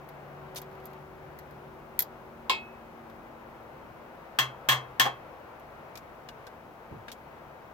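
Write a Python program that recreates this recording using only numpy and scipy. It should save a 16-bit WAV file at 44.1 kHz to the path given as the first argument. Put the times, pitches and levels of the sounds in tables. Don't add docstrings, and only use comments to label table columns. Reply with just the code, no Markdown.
import sys
import numpy as np
from scipy import signal
from scipy.fft import rfft, irfft, next_fast_len
from scipy.io import wavfile

SR = 44100
rng = np.random.default_rng(int(sys.argv[2]) if len(sys.argv) > 2 else 0)


def wrap_up_sound(samples):
    columns = np.atleast_2d(samples).T
    tamed = np.clip(columns, -1, 1)
    steps = np.round(tamed * 32767).astype(np.int16)
    wavfile.write(sys.argv[1], SR, steps)


N = 340893
RING_SIZE = 2 ** 15

# (time [s], strength [dB], brightness [dB/octave], bounces weaker by [dB],
# chatter length [s], boom level [dB])
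DOME_TAPS = [(4.3879, 1, -0.24, 15, .018, -34.5), (4.6877, 1.5, 0.2, 6, .055, -30.5),
             (4.9973, 4, 0.04, 6, 0.027, -36)]
# (pitch [Hz], time to fade by 60 dB [s])
KEG_DECAY = [(200, 0.19), (1000, 0.32), (3000, 0.18), (6000, 0.17), (14000, 0.11)]
# (pitch [Hz], how alike they sound [0-1], left one's lead [radians])
MIC_PORTS = [(60, .72, 0), (130, .88, 0), (400, .62, .5), (750, .6, .1), (1100, .5, -.3), (1400, .4, .2),
             (1750, .6, 2.3), (2400, .45, 2.1), (3300, .15, .5), (6000, .05, 0)]


def dome(ring_db=-0.05):
    # (pitch [Hz], level [dB], fade time [s], left over right [dB])
    modes = [(745, -41, .2, 0), (770, -37, .22, -1), (910, -42, .28, 0), (1063, -28, .2, -2),
             (1148, -37, .25, -5), (1255, -43, .25, 1), (1410, -42, .2, 5), (1665, -23.5, .09, 1),
             (1755, -18.5, .1, 0), (1855, -28, .13, 3), (2144, -39, .3, 3), (2177, -37, .28, -1),
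             (2627, -45, .42, 7), (2850, -34, .12, 7), (3040, -45, .3, 0), (3215, -25.5, .23, 1),
             (3320, -27, .21, -2), (3470, -39, .17, -3), (3540, -40, .17, 0), (3952, -41, .2, 6),
             (4135, -39.5, .21, -4), (4850, -47, .2, 0), (5980, -48.5, .15, 4), (8780, -48, .13, 0)]
    # (pitch [Hz], level [dB])
    spectrum = [(90, -52), (300, -25), (620, -24.5), (780, -23.5), (1100, -10.5), (1400, -17.5),
                (1750, -14), (2500, -17.5), (3200, -11), (3900, -19.5), (6000, -23), (8500, -25.5),
                (10300, -36.5), (12000, -21), (15500, -27.5)]
    # (time [s], strength [dB], brightness [dB/octave], hollow knock [dB])
    rebounds = [(4.721, -5.5, -3, -9.5), (5.055, -11.5, -3.5, 1.5)]
    # (pitch [Hz], level [dB])
    hollow_spectrum = [(200, -34.5), (420, -22), (540, -18.5), (650, -26), (780, -1), (930, -25.5),
                       (1080, -12), (1300, -20), (2500, -30), (6000, -53.5)]
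    # (pitch [Hz], fade time [s])
    hollow_decay = [(500, 0.17), (1100, 0.13), (4000, .1)]
    taps = chatter(DOME_TAPS, lag_s=.005, gap_s=.0088, fade_db=16)
    taps = sorted(taps + [(s, db, tilt_db) for s, db, tilt_db, _ in rebounds])
    falls = [(s + lag_s, db, 0) for s, _, _, db in rebounds for lag_s in (0, .0088)]
    tones = from_db(ring_db) * ring(taps, modes, build_cycles=1.8, jolt=.6)
    clash = wash(taps, spectrum, KEG_DECAY, crack_db=.53, crack_t60=.025, ripple_db=5.5)
    hollow = wash(falls, hollow_spectrum, hollow_decay, crack_db=.53, crack_t60=.025, ripple_db=-4)
    return tones + panned(1.0) * clash + hollow


def boom(air_hz=128.3, end_hz=133.7, end_share=0.19, t60=0.58, build_s=.012):
    out, t = np.zeros((2, N)), np.arange(RING_SIZE) / SR
    lag = 2 * np.pi * (end_hz - air_hz) * 0.078
    pair = np.sin(2 * np.pi * air_hz * t) + end_share * np.sin(2 * np.pi * end_hz * t - lag)
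    tone = pair * fade(t, t60) * (1 - np.exp(-t / build_s))
    for s, *_, db in DOME_TAPS:
        add(out, from_db(db) * tone[None], s)
    return out


def rim(ring_db=3.0):
    # (time [s], strength [dB], brightness [dB/octave], bounces weaker by [dB], length [s])
    hits = [(2.4966, -3, -1.55, 5, 0.027)]
    # (pitch [Hz], level [dB], fade time [s], left over right [dB])
    modes = [(378, -35, .15, 3), (530, -33, .14, 4), (745, -36, .14, 1), (923, -29, .11, 2),
             (1036, -15.5, .08, 1), (1060, -16.5, .08, 0), (2177, -27.5, .23, 6), (2255, -29.5, .16, 5),
             (2574, -28, .44, -3), (3215, -29, .19, 0), (3320, -37, .24, -1), (3466, -36, .17, 3),
             (3541, -35, .17, 0), (3831, -40, .23, -5), (3904, -39, .21, 5), (4135, -41, .22, 4),
             (4524, -42, .22, 0), (7348, -48, .13, 3)]
    # (pitch [Hz], level [dB])
    spectrum = [(150, -50), (400, -18.5), (1000, -21), (1300, -21), (2000, -20.5), (2250, -7.5),
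                (2900, -12), (3300, -10), (4400, -17.5), (5400, -20), (6300, -34), (7400, -20.5),
                (9000, -32.5), (15000, -30)]
    knocks = chatter(hits, lag_s=.005, gap_s=.0105, fade_db=15)
    tones = from_db(ring_db) * ring(knocks, modes, build_cycles=5.5, jolt=.3)
    clash = wash(knocks, spectrum, KEG_DECAY, crack_db=4.2, crack_t60=.029, ripple_db=7)
    return tones + panned(3.6) * clash


def tong_clicks(ring_db=-1.0):
    # (time [s], strength [dB], brightness [dB/octave], bounces weaker by [dB], length [s])
    clicks = [(.0897, -23, -5, 0, 0), (.5477, -20, -4, 0, 0), (.617, -15, -4.5, 0, 0),
              (.856, -23.5, -0.5, 9, 0.016), (.9328, -22, -8.5, 0, 0), (1.3887, -18, -4.5, 0, 0),
              (1.51, -26.5, -7, 0, 0), (1.9912, 1.5, 0.3, 7.5, .035), (3.098, -20.5, -10, -5, 0.00074),
              (5.597, -35, -2.5, -1, 0.0014)]
    # (pitch [Hz], level [dB], fade time [s], left over right [dB])
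    modes = [(1977, -40, 0.0826, 4), (3300, -44, 0.1, -4), (3750, -45.5, 0.073, 0.5), (4188, -47, 0.1, 1),
             (4860, -47, 0.1154, 1), (7250, -45.5, 0.067, 3), (10560, -43, 0.0713, -2.5),
             (11700, -32.5, 0.07, -2.5), (12050, -35.5, 0.092, -3.5), (14600, -39.5, 0.07, 2)]
    # (pitch [Hz], level [dB])
    spectrum = [(300, -44.5), (1200, -30.5), (2200, -23.5), (2700, -33), (3700, -26.5), (5200, -26.5),
                (7500, -27), (9200, -36), (10800, -21.5), (12200, -5), (15500, -19)]
    # (pitch [Hz], fade time [s])
    decay = [(1000, 0.044), (4000, 0.089), (13000, 0.033)]
    touches = sorted(chatter(clicks, lag_s=.014, gap_s=.0166, fade_db=4) + stray_ticks())
    tones = from_db(ring_db) * ring(touches, modes, build_cycles=2.5, jolt=0.39)
    return tones + wash(touches, spectrum, decay, crack_db=2.7, crack_t60=.0032, ripple_db=.5)


def stray_ticks(from_s=.7, to_s=.98, per_s=28, db=-27.5, spread_db=1, tilt_db=-9):
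    span_s = to_s - from_s
    chance = rng.random((round(per_s * span_s), 2))
    return [(from_s + when * span_s, db + spread_db * (2 * size - 1), tilt_db) for when, size in chance]


def tong_slips(free_db=7.5, muffled_db=-7, width_hz=200):
    # (time [s], strength [dB], brightness [dB/octave], later catches weaker by [dB],
    # length [s], pitch left free [Hz])
    slips = [(0.5592, -3.5, 2.5, -0.5, 0.025, 3670), (5.955, -4.5, -1.5, 0, 0, 2400),
             (5.974, -7, 0.5, 0, 0, 2400), (6.288, 0, -5, 4, 0.0029, 2850), (6.468, -6.5, -2.5, 0, 0, 1590),
             (7.0825, 1.5, -8, 8.5, 0.024, 3600), (7.117, -4.5, 1, 6, 0.01, 3370)]
    # (pitch [Hz], level [dB], fade time [s], left over right [dB])
    grip_modes = [(1553, -44.5, 0.082, 2), (2400, -50.5, 0.071, 9), (2900, -45, 0.042, -2),
                  (3300, -48, 0.049, 0), (3670, -54, 0.06, 3), (5800, -74, .06, 0)]
    # (pitch [Hz], level [dB])
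    spectrum = [(300, -47), (1100, -52), (1600, -35.5), (2000, -35.5), (2800, -34), (3700, -33),
                (4700, -34), (6300, -35.5), (9500, -45), (12000, -37), (15500, -46)]
    # (pitch [Hz], fade time [s])
    decay = [(1500, 0.032), (4000, 0.062), (13000, 0.068)]
    out = np.zeros((2, N))
    for *slip, free_hz in slips:
        catches = chatter([slip], lag_s=0.0045, gap_s=0.0049, fade_db=5)
        modes = []
        for hz, db, t60, pan_db in grip_modes:
            freedom = np.exp(-((hz - free_hz) / width_hz) ** 2)
            modes.append((hz, db + muffled_db + (free_db - muffled_db) * freedom, t60, pan_db))
        out += ring(catches, modes, build_cycles=4.0, jolt=0.91)
        out += wash(catches, spectrum, decay, crack_db=1.9, crack_t60=.022, ripple_db=6)
    return out


def chatter(hits, lag_s, gap_s, fade_db):
    contacts = []
    for s, db, tilt_db, drop_db, length_s, *_ in hits:
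        contacts.append((s, db, tilt_db))
        for t in np.arange(lag_s, length_s, gap_s):
            contacts.append((s + t, db - drop_db - fade_db * t / length_s, tilt_db))
    return contacts


def ring(contacts, modes, build_cycles, jolt):
    out, t = np.zeros((2, N)), np.arange(RING_SIZE) / SR
    times, dbs, tilts_db = np.transpose(contacts)
    gaps = np.diff(np.round(times * SR), append=N)
    lengths = np.clip(gaps, 1, RING_SIZE).astype(int)
    for hz, level_db, t60, pan_db in modes:
        strengths = from_db(dbs + level_db) * hardness(hz, tilts_db)
        built, dying = 1 - np.exp(-t * hz / build_cycles), fade(t, t60)
        height, phase = 0, 0
        chances = rng.standard_normal(len(times))
        for s, strength, length, chance in zip(times, strengths, lengths, chances):
            envelope = np.hypot(height, strength * built[:length]) * dying[:length]
            shift = jolt * chance * strength / (strength + height)
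            angle = phase + 2 * np.pi * hz * (t[:length] + 1 / SR) + shift * built[:length]
            add(out, panned(pan_db) * envelope * np.sin(angle), s)
            height, phase = envelope[-1], angle[-1]
    return out


def wash(contacts, spectrum, decay, crack_db, crack_t60, ripple_db):
    size = RING_SIZE // 2
    out, t, hz = np.zeros((2, N)), np.arange(size) / SR, np.fft.rfftfreq(size, 1 / SR)
    centres, t60s = np.transpose(decay)
    bands = at_hz(np.column_stack([centres, np.eye(len(centres))]), hz)
    crack = from_db(crack_db) * fade(t, crack_t60)
    envelopes = [np.hypot(fade(t, t60), crack) for t60 in t60s]
    body = ripple(size, ripple_db)
    for s, db, tilt_db in contacts:
        bins = noise_bins(spectrum, size) * body * from_db(db) * hardness(hz, tilt_db)
        add(out, sum(irfft(bins * band) * envelope for band, envelope in zip(bands, envelopes)), s)
    return out


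def ripple(size, depth_db, spacing_hz=45):
    steps = np.fft.rfftfreq(size, 1 / SR) / spacing_hz
    peaks = np.clip(rng.standard_normal((2, size // 8)), -2, 2)
    curves = np.array([np.interp(steps, np.arange(len(row)), row) for row in peaks])
    return rms_one(from_db(depth_db * curves))


def hardness(hz, tilt_db, pivot_hz=2500):
    return from_db(tilt_db * np.log2(np.maximum(hz, 600) / pivot_hz))


def machine_hum(waver_hz=1.292, flutter_db=1.34):
    # (pitch [Hz], peak level [dB], peak time [s], half-width [s], drop away from peak [dB])
    tones = [(71.3, -60.5, 1.16, 0.66, 6.5), (145, -55, 0.56, 1.6, 12), (231.1, -56.5, 2.78, 0.97, 10.5),
             (333, -61, 3.0, 0.95, 6.5), (376, -55, .8, 1.27, 19.5), (377.3, -58.5, 2.55, 0.66, 10.5)]
    t, out = np.arange(N) / SR, 0
    for hz, db, peak_s, width_s, depth_db in tones:
        away = 1 - np.exp(-((t - peak_s) / width_s) ** 2)
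        phase = 2 * np.pi * np.cumsum(hz + waver_hz * drift(1.446)) / SR
        out = out + from_db(db - depth_db * away + flutter_db * drift(2.2)) * np.sin(phase)
    return panned(.6) * np.sqrt(2) * out


def outdoors(rumble_db=-53.5, fall_db_per_s=0.43, rush_lift_db=0.59, waver_db=.5, hiss_db=-68):
    # (pitch [Hz], level [dB])
    rumble_spectrum = [(20, -19.5), (45, 4), (70, -3.5), (110, 4), (200, 2), (400, 0.5), (520, -8.5),
                       (900, -41.5)]
    # (pitch [Hz], level [dB])
    rush_spectrum = [(200, -30), (380, -8), (500, 0.5), (900, -0.5), (1150, -4), (1600, -9), (2400, -15),
                     (3500, -26), (6000, -39.5), (12000, -72)]
    # (time [s], level [dB])
    rush_levels = [(0.0, -49), (0.6, -48.5), (1.51, -50.5), (3.7, -50), (4.82, -48), (6.76, -50),
                   (7.73, -50.5)]
    # (pitch [Hz], level [dB])
    hiss_spectrum = [(1500, -28), (3500, 0), (6000, -1), (9000, -8), (12000, -1), (15500, 1)]
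    t = np.arange(N) / SR
    rush_db = np.interp(t, *np.transpose(rush_levels)) + rush_lift_db
    rumble = from_db(rumble_db - fall_db_per_s * t + waver_db * drift(2)) * steady_noise(rumble_spectrum)
    rush = from_db(rush_db + waver_db * drift(3.4)) * steady_noise(rush_spectrum)
    hiss = from_db(hiss_db) * steady_noise(hiss_spectrum)
    return panned(0.54) * rumble + panned(3.7) * rush + panned(1.4) * hiss


def hand_bump(start_s=6.913, db=-41, rise_s=0.0032, t60=0.47):
    # (pitch [Hz], level [dB])
    spectrum = [(40, -24), (90, -2), (130, 3.5), (190, -2), (280, -11), (450, -2.5), (900, -34),
                (3000, -75)]
    t = np.maximum(np.arange(N) / SR - start_s, 0)
    return from_db(db) * (1 - np.exp(-t / rise_s)) * fade(t, t60) * steady_noise(spectrum)


def noise_bins(spectrum, size):
    hz = np.fft.rfftfreq(size, 1 / SR)
    mid, side = rfft(rng.standard_normal((2, size)))
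    alike = at_hz(MIC_PORTS, hz)[0]
    pair = np.sqrt((1 + alike) / 2) * mid + np.sqrt((1 - alike) / 2) * side * [[1], [-1]]
    return pair * from_db(at_hz(spectrum, hz)[0])


def steady_noise(spectrum):
    size = next_fast_len(N)
    return rms_one(irfft(noise_bins(spectrum, size), size)[:, :N])


def drift(rate_hz, block=64):
    count = next_fast_len(N // block + 2)
    hz = np.fft.rfftfreq(count, block / SR)
    slow = irfft(rfft(rng.standard_normal(count)) / (1 + (hz / rate_hz) ** 2), count)
    return np.interp(np.arange(N) / block, np.arange(count), rms_one(slow))


def from_db(db):
    return 10 ** (np.asarray(db) / 20)


def rms_one(x):
    return x / np.sqrt(np.mean(x ** 2) + 1e-20)


def at_hz(rows, hz):
    points, *columns = np.transpose(rows)
    return [np.interp(np.log(hz + 1), np.log(points), c) for c in columns]


def panned(db):
    return from_db(np.array([[db], [-db]]) / 2)


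def fade(t, t60):
    return np.exp(-np.log(1000) * t / t60)


def add(out, sound, s):
    start = round(s * SR)
    out[:, start:start + sound.shape[1]] += sound[:, :N - start]


def scene():
    keg = dome() + boom() + rim()
    tongs = panned(1.1) * (tong_clicks() + tong_slips())
    return keg + tongs + machine_hum() + outdoors() + hand_bump()


def record(dry):
    size = next_fast_len(N + RING_SIZE)
    _, lead = at_hz(MIC_PORTS, np.fft.rfftfreq(size, 1 / SR))
    heard = irfft(rfft(dry, size) * np.exp(.5j * lead * [[1], [-1]]), size)[:, :N]
    treble_cut = signal.ellip(10, .1, 80, 16000, fs=SR, output="sos")
    return signal.sosfilt(treble_cut, heard)


dry = scene()
out = record(dry)
wrap_up_sound(out)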